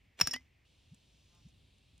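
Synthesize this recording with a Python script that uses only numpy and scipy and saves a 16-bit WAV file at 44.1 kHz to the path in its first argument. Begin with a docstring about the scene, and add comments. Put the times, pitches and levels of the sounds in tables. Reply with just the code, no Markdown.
"""Opening and pouring a glass bottle

A thumb flicks off the screw cap outdoors: it spins up the thread in stick-slip friction, snaps and clinks on
the neck, and its air cavity rings upward as it leaves. Then the background hiss turns brighter, and the bottle
glugs softly twice over a tin of wood shavings; a faint call comes from the lake."""
import sys
import numpy as np
from scipy import signal
from scipy.fft import rfft, irfft, next_fast_len
from scipy.io import wavfile
from scipy.ndimage import uniform_filter1d, map_coordinates

SR = 44100
rng = np.random.default_rng(int(sys.argv[2]) if len(sys.argv) > 2 else 0)


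def dump(signal):
    """Clip the signal to [-1, 1] and save it as 16-bit WAV at the path in sys.argv[1]."""
    limited = np.clip(np.atleast_2d(signal).T, -1, 1)
    pcm = np.round(limited * 32767).astype(np.int16)
    wavfile.write(sys.argv[1], SR, pcm)


N = 88200

# modes of cap and neck, the main pair first: f/Hz, relative level/dB, free t60/s
GLASS_MODES = [(5388, -2.5, 0.073), (5478, 2, .075), (4892, -1, 0.2), (6230, -6.5, 0.081), (6276, -10, .11),
               (6920, -12.5, .07)]
# spectrum of the cap's knock: f/Hz, relative level/dB
KNOCK_SPECTRUM = [(60, -21.5), (200, -9), (450, -5.5), (800, -3.5), (1150, 0), (1380, -1.5), (1620, 1.5),
                  (2100, -1.5), (2700, 1.5), (3600, -8.5), (4500, -1), (6000, -8), (7500, -29),
                  (16000, -51)]


def amp(db):
    """Amplitude ratio of a level."""
    return 10 ** (np.asarray(db) / 20)


def unit(x):
    """Normalisation to rms 1."""
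    return x / np.sqrt(np.mean(x ** 2) + 1e-20)


def along(points, hz):
    """Interpolation of (f/Hz, value) points on a log frequency axis."""
    f, v = np.transpose(points)
    return np.interp(np.log(hz + 1), np.log(f + 1), v)


def since(s=0):
    """Seconds since s, zero before."""
    return np.maximum(np.arange(N) / SR - s, 0)


def curve(rows):
    """Linear interpolation of (t/s, value) points."""
    return np.interp(since(), *np.transpose(rows))


def envelope(rows):
    """Gain from (t/s, level/dB) points, silent outside them."""
    s, db = np.transpose(rows)
    return amp(np.interp(since(), s, db, left=-150, right=-150))


def decay(t, t60, rise=0.00014):
    """Exponential damping after a quick rise."""
    return (1 - np.exp(-t / rise)) * np.exp(-np.log(1000) * t / t60)


def wobble(rate):
    """Smooth random modulation, rate knots a second."""
    return map_coordinates(rng.standard_normal(N // 20), [since() * rate], mode="mirror")


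def filtered(x, response):
    """Linear filtering by a complex frequency response."""
    m = next_fast_len(N + SR // 4)
    return irfft(rfft(x, m) * response(np.fft.rfftfreq(m, 1 / SR)), m)[..., :N]


def noise(spectrum):
    """Coloured noise of rms 1."""
    return unit(filtered(rng.standard_normal(N), lambda hz: amp(along(spectrum, hz))))


def air(spectrum):
    """Partly coherent stereo noise of rms 1, mixed from mid and side."""
    # left-right coherence: f/Hz, correlation
    coherence = [(150, 0.98), (700, -0.081), (2500, 1), (5500, .8), (12000, -0.42)]

    def response(hz):
        angle = np.arccos(np.clip(along(coherence, hz), -1, 1)) / 2
        return amp(along(spectrum, hz)) * [np.cos(angle), np.sin(angle)]

    mid, side = filtered(rng.standard_normal((2, N)), response)
    return unit(np.array([mid + side, mid - side]))


def outdoors(brighten_s=.652):
    """Ambient noise: a faint hiss that brightens at 0.65 s, above an uneven rumble."""
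    # spectra of the two hisses and the rumble: f/Hz, relative level/dB
    first_hiss = [(300, -5), (700, -7.5), (1450, -14.5), (2000, -2), (2700, -5), (4000, -14.5), (11000, -28.5),
                  (14500, -23), (16000, -36.5)]
    second_hiss = [(300, -3), (600, -6), (1400, -16), (2000, -12.5), (2650, -4), (3700, -4.5), (6000, -17.5),
                   (9300, -18.5), (15000, -31.5)]
    rumble = [(20, -26), (52, 1.5), (95, 1), (170, -10), (280, -15), (800, -48)]
    # trend of the rumble: t/s, level/dB
    trend = [(0, -71), (.6, -70.5), (1.45, -66), (2, -72)]
    hiss = np.where(since() < brighten_s, amp(-75) * air(first_hiss), amp(-72.5) * air(second_hiss))
    return hiss + amp(curve(trend) + 3.0 * wobble(7)) * air(rumble)


def spin(slips_per_s=550, slip_t60=0.0023, smooth_share=0.81, upper_modes_db=-11):
    """Stick-slip friction: the cap rasps along the thread and drives the modes of cap and neck."""
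    # friction spectrum: f/Hz, relative level/dB
    friction = [(80, -14.5), (500, 3), (1200, -4), (1700, -0.5), (2900, 4.5), (4000, -5), (6100, -2.5),
                (9000, -9.5), (16000, -7.5)]
    # envelopes of the rasp and the driven ring: t/s, level/dB
    rasp_levels = [(.17, -74.5), (.194, -45.5), (.215, -42.5), (.24, -55), (.28, -51.5), (.305, -58.5),
                   (.34, -52.5), (.385, -71.5), (.48, -84)]
    ring_levels = [(.219, -50.5), (.228, -40.5), (.27, -45.5), (.30, -61), (.34, -46.5), (.385, -75.5),
                   (.425, -90)]
    slips = (rng.random(N) < slips_per_s / SR) * rng.lognormal(0, .5, N)
    grains = unit(signal.fftconvolve(slips, decay(since(), slip_t60))[:N])
    rasp = unit(noise(friction) * (grains + smooth_share))

    def resonances(f):
        return sum(amp(db + upper_modes_db * (k >= 2)) / (1 + 2j * np.pi * (f - hz) * t60 / np.log(1000))
                   for k, (hz, db, t60) in enumerate(GLASS_MODES))

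    ring = filtered(rng.standard_normal(N), resonances)
    running_rms = np.sqrt(np.abs(uniform_filter1d(ring ** 2, size=700)))
    return envelope(rasp_levels) * rasp + envelope(ring_levels) * ring / running_rms


def snaps():
    """Impulsive excitation: the cap catches on the thread with dry little snaps."""
    # catches: t/s, level/dB
    catches = [(.1908, -38), (.2283, -41), (.2562, -41), (.2655, -48), (.2999, -46.5), (.3557, -39)]
    return sum(amp(db) * decay(since(s), t60=0.0061) for s, db in catches) * noise(KNOCK_SPECTRUM)


def clinks(tail_db=-20.5):
    """Impacts of cap on neck knock, crack and excite modes, damped while the thumb still touches."""
    # contacts: t/s, knock level/dB, crack level/dB, knock t60/s,
    # main pair level/dB, other modes level/dB, longest ring t60/s
    contacts = [(0.2006, -29, -34, 0.012, -41, -54, .03), (0.2111, -18, -21.5, 0.015, -26, -28, .02),
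                (0.2126, -24.5, -18, .025, -7, -18.5, 0.019),
                (0.2728, -27, -20, 0.015, -28.5, -34.5, 0.068),
                (0.3110, -49, -32.5, 0.012, -29.5, -41.5, 0.06),
                (0.3327, -41.5, -43, 0.0068, -46, -38, 0.055),
                (0.3368, -33.5, -26.5, 0.034, -43, -36.5, 0.079),
                (0.3619, -32.5, -39, 0.0074, -56.5, -68, 0.11)]
    # spectrum of the treble crack: f/Hz, relative level/dB
    crack_spectrum = [(100, -51), (3500, -26), (6000, -4.5), (8000, -4), (9700, 0), (11500, -1), (13000, 2),
                      (14800, -3.5), (16200, -15)]
    knock, crack, ring = np.zeros((3, N))
    for s, knock_db, crack_db, knock_t60, main_db, others_db, longest in contacts:
        t = since(s)
        knock += amp(knock_db) * decay(t, knock_t60)
        crack += amp(crack_db) * (decay(t, t60=0.0076) + amp(tail_db) * decay(t, t60=0.045))
        for k, (hz, db, t60) in enumerate(GLASS_MODES):
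            level = (main_db if k < 2 else others_db) + db + rng.normal()
            ring += amp(level) * decay(t, min(t60, longest), rise=.0013) * np.sin(2 * np.pi * hz * t)
    return knock * noise(KNOCK_SPECTRUM) + crack * noise(crack_spectrum) + ring


def glides(rows, skew=0.82):
    """Exponential chirps that swell and fade; a skew under 1 brings the peak early."""
    out = np.zeros(N)
    for s, db, first_hz, last_hz, length in rows:
        progress = np.minimum(since(s) / length, 1)
        slide = np.log(last_hz / first_hz)
        cycles = length * first_hz * np.expm1(slide * progress) / slide
        out += amp(db) * np.sin(np.pi * progress ** skew) ** 2 * np.sin(2 * np.pi * cycles)
    return out


def thumps():
    """Low transients: each jolt of the bottle falls in pitch."""
    # jolts: t/s, level/dB, first f/Hz, last f/Hz, duration/s
    jolts = [(.2105, -35.5, 270, 110, .02), (.226, -41.5, 250, 22, .036), (.271, -44, 380, 65, .025)]
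    return glides(jolts)


def cap_cavity():
    """Cavity resonance: the air in the cap rings higher as its mouth clears the neck."""
    # lowest resonance: t/s, f/Hz
    pitch = [(.28, 1611), (.311, 1908), (.336, 1808), (.346, 1903), (.368, 2029), (.4, 2053)]
    # cavity modes: frequency ratio, relative level/dB, base t60/s
    modes = [(1, -1.5, 0.085), (1.535, -0.5, 0.043), (1.81, 1, 0.017)]
    # blows on the cap: t/s, level/dB, factor on t60
    blows = [(0.2719, -32.5, 0.42), (0.3099, -48, 0.82), (0.338, -31, 1.11), (0.363, -44.5, 0.83)]
    phase = 2 * np.pi * np.cumsum(curve(pitch)) / SR
    return sum(amp(db + mode_db) * decay(since(s), t60 * stretch, rise=0.00076) * np.sin(ratio * phase)
               for s, db, stretch in blows for ratio, mode_db, t60 in modes)


def neck_hum(hz=252.4):
    """Helmholtz resonance: the air in the bottle hums, most as the cap comes free."""
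    # envelope of the hum: t/s, level/dB
    levels = [(.28, -57), (.33, -63), (.352, -46), (.378, -64.5), (.43, -77.5)]
    return envelope(levels) * np.sin(2 * np.pi * hz * since())


def trickle():
    """Broadband flow noise: a faint stream runs onto the shavings."""
    # envelope of the stream: t/s, level/dB
    levels = [(.66, -85.5), (1.35, -76.5), (1.51, -78)]
    # its spectrum: f/Hz, relative level/dB
    spectrum = [(2500, -12), (5700, 3.5), (9500, -11.5), (14000, -9.5)]
    return envelope(levels) * noise(spectrum)


def glugs():
    """Bubble oscillation: each gulp of air entering the bottle rises in pitch."""
    # gulps: t/s, level/dB, first f/Hz, last f/Hz, duration/s
    gulps = [(.906, -49.5, 90, 300, .046), (1.445, -48.5, 85, 300, .036)]
    return glides(gulps)


def drops():
    """Damped impacts: single drops tick on the shavings."""
    # impacts: t/s, level/dB
    impacts = [(.945, -56), (1.349, -63), (1.487, -65), (1.783, -65), (1.979, -61)]
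    # spectrum of a drop: f/Hz, relative level/dB
    spectrum = [(3500, -17), (8500, 0), (11500, -14), (15500, -12)]
    return sum(amp(db) * decay(since(s), t60=.018) for s, db in impacts) * noise(spectrum)


def far_call(peak_s=1.36, width_s=.038, pitch_hz=173.5, formant_hz=1020, bandwidth_hz=360):
    """Source and filter: a hoarse call, perhaps a duck, of rough harmonics through one formant."""
    t = since()
    voice = np.zeros(N)
    for k in range(2, 10):
        jitter = .7 * wobble(80)
        attenuation = np.hypot(1, 2 * (k * pitch_hz - formant_hz) / bandwidth_hz)
        voice += np.sin(2 * np.pi * k * pitch_hz * t + jitter) / attenuation
    swell = np.exp(-((t - peak_s) / width_s) ** 2 / 2)
    return amp(-80) * swell * voice


def stereo_phase(x):
    """Interchannel phase: the bottle's treble arrives a little earlier on the right."""
    # lead of the left channel: f/Hz, phase/rad
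    lead = [(150, 0), (3700, 0.51), (4750, -1.56), (5400, -0.68), (9500, -2.5), (14500, -3.5)]
    return filtered(x, lambda hz: np.exp(.5j * np.outer([1, -1], along(lead, hz))))


def echo(x, level_db=-20):
    """Scattering from ground and reeds: a weak, short tail, independent in each channel."""
    tail = rng.standard_normal((2, N)) * decay(since(), t60=0.053)
    tail /= np.linalg.norm(tail[0])
    return amp(level_db) * signal.fftconvolve(x[None], tail, axes=1)[:, :N]


def scene():
    """Superposition of the nearby bottle, the cap's echo and the open air."""
    cap = spin() + snaps() + clinks() + cap_cavity()
    bottle = cap + thumps() + neck_hum() + trickle() + glugs() + drops()
    return outdoors() + stereo_phase(bottle) + echo(cap) + far_call()


def record(dry, ceiling=0.22, cutoff_hz=16400):
    """Soft saturation rounds the loudest clink; a steep low-pass limits the band."""
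    saturated = dry / (1 + (dry / ceiling) ** 6) ** (1 / 6)
    return filtered(saturated, lambda hz: 1 / (1 + (hz / cutoff_hz) ** 120))


dry = scene()
out = record(dry)
dump(out)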